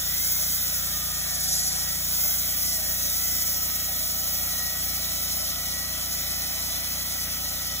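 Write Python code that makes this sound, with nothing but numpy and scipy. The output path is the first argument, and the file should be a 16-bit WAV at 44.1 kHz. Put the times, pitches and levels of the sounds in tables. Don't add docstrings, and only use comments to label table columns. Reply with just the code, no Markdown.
import sys
import numpy as np
from scipy import signal
from scipy.fft import rfft, irfft
from scipy.io import wavfile
from scipy.ndimage import uniform_filter1d

SR = 44100
rng = np.random.default_rng(int(sys.argv[2]) if len(sys.argv) > 2 else 0)


def log_audio(samples):
    frames = np.atleast_2d(samples).T
    limited = np.clip(frames, -1, 1)
    pcm = np.round(limited * 32767).astype(np.int16)
    wavfile.write(sys.argv[1], SR, pcm)


N = 343980
TIME = np.arange(N) / SR
FREQS = np.fft.rfftfreq(N, 1 / SR)
CRUISE_HZ, FIRING_HZ = 650, 29.8
SEGMENTS, SEGMENT_RATIO = 22, .786

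# frequency in Hz, lead of the left channel in radians, left-right likeness from 0 to 1.
STEREO_IMAGE = [(0, 0, .7), (150, .15, .65), (430, .7, .45), (680, .7, .76), (950, 1.05, .42),
                (1130, -.3, .66), (1600, 0, .88), (1770, .3, .68), (1950, 1.1, .84), (2170, 2.05, .6),
                (2520, 2.8, .72), (2820, 2.9, .68), (3020, 1.55, .38), (3300, 1.5, .58), (3700, 1.7, .54),
                (4150, 2.5, .72), (4300, 3.14, .99), (5050, 3.14, .99), (5250, 4, .72), (5750, 4.7, .6),
                (6150, 5.4, .75), (6350, 6.28, .99), (7450, 6.28, .99), (7650, 7.2, .65), (8150, 8.5, .6),
                (8350, 9.42, .99), (9550, 9.42, .99), (9750, 10.4, .58), (10250, 11.6, .6),
                (10450, 12.57, .99), (11600, 12.57, .99), (11800, 13.4, .66), (12330, 14.7, .62),
                (12500, 15.71, .99), (13700, 15.71, .99), (13850, 16.6, .63), (14400, 18, .63),
                (14550, 18.85, .99)]
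# frequency in Hz, width in Hz, relative level in dB.
RING_MODES = [(3050, 50, -7), (3420, 70, -6), (3850, 35, -3), (4150, 90, -3), (4800, 70, -2),
              (5310, 130, 2), (5650, 40, -3), (6080, 120, 1), (6500, 60, -5), (8880, 100, -6),
              (9350, 130, -4), (9850, 120, -2.5), (10950, 90, -4.5), (11400, 70, -3), (11880, 130, -1)]


def undb(db):
    return 10 ** (np.asarray(db) / 20)


def level(x, db):
    return x * undb(db) / np.sqrt(np.mean(x ** 2))


def curve(points):
    return np.interp(TIME, *np.transpose(points))


def swell(s, half_length):
    return np.exp(-((TIME - s) / half_length) ** 2)


def walk(rate_hz):
    drift = irfft(rfft(rng.standard_normal(N)) / (1 + (FREQS / rate_hz) ** 4), N)
    return drift / drift.std()


def turns(hz):
    return 2 * np.pi * np.cumsum(hz) / SR


def colour(points):
    hz, db = np.transpose(points)
    return undb(np.interp(np.log(FREQS + 1), np.log(hz), db))


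def resonances(modes):
    return np.sqrt(sum(undb(db) ** 2 / (1 + ((FREQS - hz) / width) ** 2) ** 2 for hz, width, db in modes))


def in_stereo(excite, gain):
    hz, *columns = np.transpose(STEREO_IMAGE)
    lead, alike = (np.interp(FREQS, hz, column) for column in columns)
    shared = rfft(excite()) * np.sqrt(1 + alike)
    apart = rfft(excite()) * np.sqrt(1 - alike)
    left, right = shared + apart, (shared - apart) * np.exp(-1j * lead)
    return level(irfft(gain * np.array([left, right]), N), 0)


def grit(spread_db):
    return rng.standard_normal(N) * undb(spread_db * rng.standard_normal(N // 8 + 1).repeat(8)[:N])


def drifting(x, ripple_db, width_hz, hold_s, size=2048):
    _, _, cells = signal.stft(x, nperseg=size)
    ripple = rng.standard_normal(cells.shape[1:])
    for axis, span in enumerate([width_hz * size / SR, hold_s * 2 * SR / size]):
        for _ in range(2):
            ripple = uniform_filter1d(ripple, max(int(span), 1), axis=axis, mode="wrap")
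    shaped = signal.istft(cells * undb(ripple_db * ripple / ripple.std()), nperseg=size)[1][:, :N]
    return shaped / shaped.std()


def site(site_db=-50, swell_db=.5):
    # frequency in Hz, relative level in dB.
    wash_spectrum = [(20, 0), (42, 5), (60, 5), (120, 2.5), (200, 5), (250, 6.5), (330, -1.5), (440, -8),
                     (600, -21), (1000, -10.5), (1700, -0.5), (2600, -62), (5000, -12.5)]
    wash = in_stereo(lambda: rng.standard_normal(N), colour(wash_spectrum))
    return wash * undb(site_db - swell_db * walk(1.5))


def exhaust(phase, moved, thud_db=-42, uneven_db=.85, smear=4.1):
    # multiple of the firing rate, relative dB at the phone's first
    # spot, relative dB at its second.
    harmonics = [(2, 3, 2.5), (3, -1, 0), (4, -18, -23), (5, -1.8, -5), (6, -3.5, -3.5), (7, -19, -17),
                 (8, -15.5, -10.5), (9, -14, -11), (10, -20.5, -13.5), (12, -25, -20), (13, -22.5, -20.5),
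                 (16, -26, -21)]
    right_lag = np.array([[0], [.2]])
    thud = 0
    for k, first_db, second_db in harmonics:
        spot_db = first_db + moved * (second_db - first_db)
        pan_db = (1.9 if k > 3 else .3) * np.array([[.5], [-.5]])
        boom_db = 2 * swell(1.54, .39) * (k in (5, 6))
        harmonic = np.cos(k * phase - smear * k * np.log(k) - right_lag)
        thud = thud + undb(spot_db + pan_db + boom_db) * harmonic
    return level(thud, thud_db) * undb(-uneven_db * walk(15))


def knock(phase, centre_hz=670, width_hz=170, odd_db=-5):
    orders = np.arange(17, 31)
    sizes = undb(odd_db * (orders % 2)) / (1 + ((orders * FIRING_HZ - centre_hz) / width_hz) ** 2)
    starts = rng.uniform(0, 2 * np.pi, len(orders))
    return level(sum(size * np.cos(k * phase + start) for k, size, start in zip(orders, sizes, starts)), 0)


def power_pack(motor_hz, droop_hz_per_hz=.0078, droop_lag_s=.192, knock_db=-58, clatter_db=-63):
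    # time in seconds, share of the way to the second spot.
    sidestep = [(1.9, 0), (2.9, 0.88)]
    moved = curve(sidestep)
    lagged_motor_hz = np.interp(TIME - droop_lag_s, TIME, motor_hz)
    firing_hz = FIRING_HZ + droop_hz_per_hz * (lagged_motor_hz - CRUISE_HZ)
    phase = turns(firing_hz) + .006 * walk(12)
    thud = exhaust(phase, moved)
    valve_gate = 1 + np.cos(phase)
    valve_tone = resonances([(240, 200, -.89), (670, 160, -1.1)])
    clatter = in_stereo(lambda: valve_gate * rng.standard_normal(N), valve_tone)
    return thud + undb(knock_db + 3 * moved) * knock(phase) + undb(clatter_db) * clatter


def chipping(decay_s=.0018, width_hz=3000, ring_share=.5):
    # start in seconds, peak level in dB, centre in Hz.
    chips = [(1.578, -24, 7000), (1.584, -18, 7000), (1.811, -23, 6500), (2.089, -20, 14500),
             (4.844, -20, 14500), (6.029, -24, 6050), (7.248, -22, 10900)]
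    cracks = 0
    for s, db, hz in chips:
        age = np.maximum(TIME - s, 0)
        burst = rng.standard_normal(N) * (age > 0) * np.exp(-age / decay_s)
        tone = resonances([(hz, width_hz, 0)]) + ring_share * resonances(RING_MODES)
        crack = in_stereo(lambda: burst, tone)
        cracks = cracks + undb(db) * crack / np.abs(crack).max()
    return cracks


def howl(segment_hz):
    # middle in seconds, half length in seconds, pitch in Hz, width in Hz, top level in dB.
    rubs = [(1.577, 0.31, 757, 26, -50.5), (5.17, 0.25, 3900, 22, -46), (7, 1, 920, 130, -58.5)]
    drive = 1 + .3 * np.sin(turns(segment_hz))
    howls = 0
    for s, half_length, hz, width, db in rubs:
        ringing = in_stereo(lambda: drive * rng.standard_normal(N), resonances([(hz, width, 0)]))
        howls = howls + undb(db) * swell(s, half_length) * ringing
    return howls


def whine(motor_hz, depth, trim_db=-.83):
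    # multiple of the pulse rate, relative level
    # in dB in a shallow cut, dB gained at full depth.
    tones = [(.88, -69.5, 4), (1, -61.5, 0), (1.19, -70, 12), (1.76, -70, 4), (2, -57.5, 5),
             (2.19, -60.5, -1), (2.786, -62, -2), (3, -52, 4), (3.788, -54, -8), (4.57, -55.5, 4)]
    # middle in seconds,
    # half length in seconds, multiple of the pulse rate, change in dB.
    leans = [(.2, 0.19, 3, 6.5), (.6, 0.24, 3, 4), (.75, .2, 2.19, 8), (1.025, 0.14, 2, 9.5),
             (1.02, 0.19, 3, -1), (1.5, 0.12, 2, -14), (1.75, 0.18, 1.19, 14), (1.84, 0.08, 3, 6),
             (2.034, 0.087, 3, -4), (2.22, 0.17, 2, 5.5), (2.233, 0.071, 3.79, 12), (2.27, .08, 3, 5.5),
             (2.68, 0.084, 3, 5.5), (2.7, 0.22, 2, -9), (2.788, 0.11, 1, 14), (3.07, 0.11, 1, 9),
             (3.17, 0.087, 2, 3), (3.302, 0.17, 3, 4), (3.7, 0.23, 2, 3), (4.114, 0.094, 3, -12),
             (4.21, 0.34, 1, 8.5), (4.656, 0.13, 3, 8.5), (5.0, 0.47, 1, 6), (5.345, 0.15, 3, -7),
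             (5.81, 0.1, 3, 8), (6.38, 0.34, 2.786, 12), (6.35, 0.3, 3.79, 10), (6.95, 0.39, 3.79, 11),
             (6.7, 0.84, 1.76, 5), (6.65, 0.53, 2, -4), (6.822, 0.081, 1, 14.5), (7.68, 0.13, 3, 3.5)]
    loose = (1 - depth) ** 2
    phase = turns(motor_hz) + (.022 + .19 * loose) * walk(45)
    image_hz, lead, _ = np.transpose(STEREO_IMAGE)
    creep = 5 * walk(2.5)
    singing = 0
    for k, db, deep_db in tones:
        right_lag = np.interp(k * motor_hz, image_hz, lead) * np.array([[0], [1]])
        lean_db = sum(change * swell(s, half) for s, half, tone, change in leans if abs(tone - k) < .08)
        flutter_db = (1.8 + .7 * loose) * walk(25)
        slip = (.2 + .8 * loose) * walk(16)
        is_sideband = abs(k - round(k)) > .1
        amplitude = np.sqrt(2) * undb(db + deep_db * depth + lean_db + trim_db + flutter_db)
        singing = singing + amplitude * np.sin(k * phase + slip + is_sideband * creep - right_lag)
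    return singing


def frame(motor_hz, depth, effort_db, beat_depth=.53, drone_db=-42.5, rasp_db=-42.5):
    # frequency in Hz, width in Hz, relative level in dB.
    frame_modes = [(582, 59, -1.5), (656, 95, 1.5), (772, 79, -2.5), (1100, 380, -7), (1243, 140, -3),
                   (1417, 210, -4), (1928, 80, 3.5), (2250, 183, 3), (2630, 43, 4.5), (3290, 164, 2)]
    drive = 1 + beat_depth * np.sin(SEGMENT_RATIO * turns(motor_hz))
    drone = in_stereo(lambda: drive * grit(spread_db=2.5), resonances(frame_modes))
    drone = drifting(drone, ripple_db=2.6, width_hz=50, hold_s=.12) * undb(drone_db + effort_db)
    rasp_tone = resonances([(950, 71, -8.5), (1580, 210, -1), (2060, 150, -9), (3610, 550, 3)])
    rasp = in_stereo(lambda: grit(spread_db=2.5), rasp_tone) * undb(rasp_db)
    return drone * (.86 + .14 * depth) + rasp * (1 - depth) ** 2


def effort(depth):
    # middle in seconds, half length in seconds,
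    # then the change in dB of grinding, of spray and of frame drone.
    bites = [(.4, .4, -0.5, 2, -0.5), (1.25, 0.23, .5, -1.5, 1.5), (1.513, 0.17, 4.5, -2, -3.5),
             (1.77, 0.27, 1.5, -3, 2), (2.024, 0.059, -2, 0, -1.5), (2.223, 0.22, -0.9, 2.5, 1),
             (2.502, .07, -0.5, -0.5, 0.5), (2.724, 0.1, 1.3, -2.5, -1.5), (3.127, 0.078, 0.7, 0, 0.5),
             (4.4, 0.11, 0.8, 2.5, 1), (4.847, .05, 0, 2, -0.5), (5.352, .1, 2, 2, 0.5),
             (5.87, 0.15, -0.5, -2, 0)]
    half_sunk_db = np.outer([.14, 3.5, 0], 1 - (2 * depth - 1) ** 2)
    return half_sunk_db + sum(np.outer(change_db, swell(s, half)) for s, half, *change_db in bites)


def cutting(motor_hz, depth, grind_effort_db, spray_effort_db, scrape_db=-40.5, ring_db=-36.5):
    # frequency in Hz, relative level in dB.
    hiss_spectrum = [(1500, -27), (2800, -13.5), (3750, -6.3), (4500, -3.2), (5300, -1.5), (6300, -1),
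                     (7200, -2.6), (8000, -5), (9300, -1.7), (10400, -4.8), (11900, -1.6), (12600, -4.2),
                     (13300, -2.4), (14200, -1.2), (15150, 2), (15600, -1)]
    faster_hz = motor_hz - CRUISE_HZ
    buried_db = -4.5 * depth ** 3.2
    splash_db = .9 * walk(24)
    grind_db = -29.5 + .03 * faster_hz + buried_db + grind_effort_db
    spray_db = -27 + .0327 * faster_hz + buried_db + spray_effort_db + splash_db
    segment_phase = SEGMENT_RATIO * turns(motor_hz)
    wobble_db = .15 * np.sin(segment_phase / SEGMENTS)
    patches_db = walk(31)
    contact = (1 + .0073 * np.sin(segment_phase)) * undb(wobble_db + patches_db)
    hiss = colour(hiss_spectrum)
    coarse = 1 / (1 + (FREQS / 4300) ** 16)
    fine = 1 / (1 + (11700 / (FREQS + 1)) ** 16)
    scrape = in_stereo(lambda: grit(spread_db=4), hiss * np.sqrt(coarse))
    scrape = drifting(scrape, ripple_db=3.5, width_hz=110, hold_s=.08) * undb(scrape_db)
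    grinding = in_stereo(lambda: grit(spread_db=1.1), hiss * np.sqrt((1 - fine) * (1 - coarse)))
    grinding = drifting(grinding, ripple_db=2.4, width_hz=45, hold_s=.1) * undb(grind_db)
    spray = in_stereo(lambda: grit(spread_db=1.4), hiss * np.sqrt(fine))
    spray = drifting(spray, ripple_db=2.2, width_hz=45, hold_s=.06) * undb(spray_db)
    ring = in_stereo(lambda: grit(spread_db=2), resonances(RING_MODES))
    ring = drifting(ring, ripple_db=3.5, width_hz=60, hold_s=.4) * depth * undb(ring_db)
    return contact * (grinding + ring) + scrape + spray


def scene():
    # time in seconds, rate of its oil pulses in Hz.
    pulse_rates = [(0, 622.8), (0.27, 714.7), (0.59, 674.6), (0.88, 611.8), (1.16, 615.0), (1.4, 594.0),
                   (1.64, 648.1), (1.76, 628.1), (2.11, 662.0), (2.25, 698.1), (2.53, 653.7), (2.71, 671.1),
                   (2.84, 615.2), (3.09, 645.2), (3.22, 675.0), (3.46, 659.1), (3.72, 633.0), (4.21, 650.4),
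                   (4.6, 635.4), (5.29, 663.7), (5.8, 642.2), (6.17, 661.4), (7.07, 658.7), (7.29, 647.1),
                   (7.8, 646.3)]
    # time in seconds, depth from 0 to 1.
    cut_depths = [(0, 0), (.8, 0.15), (1.5, 0.08), (2.2, 0.19), (2.8, 0.35), (4, 0.67), (5.4, 0.89),
                  (6.2, 0.91), (7.8, 0.95)]
    motor_hz, depth = curve(pulse_rates), curve(cut_depths)
    grind_db, spray_db, drone_db = effort(depth)
    saw = cutting(motor_hz, depth, grind_db, spray_db) + frame(motor_hz, depth, drone_db)
    saw = saw + whine(motor_hz, depth) + howl(SEGMENT_RATIO * motor_hz) + chipping()
    return saw + power_pack(motor_hz) + site()


def record(dry):
    top_hz = 15600
    cut_db = np.clip((FREQS - top_hz) / 2, 0, 75)
    return irfft(rfft(dry) * undb(-cut_db), N)


dry = scene()
out = record(dry)
log_audio(out)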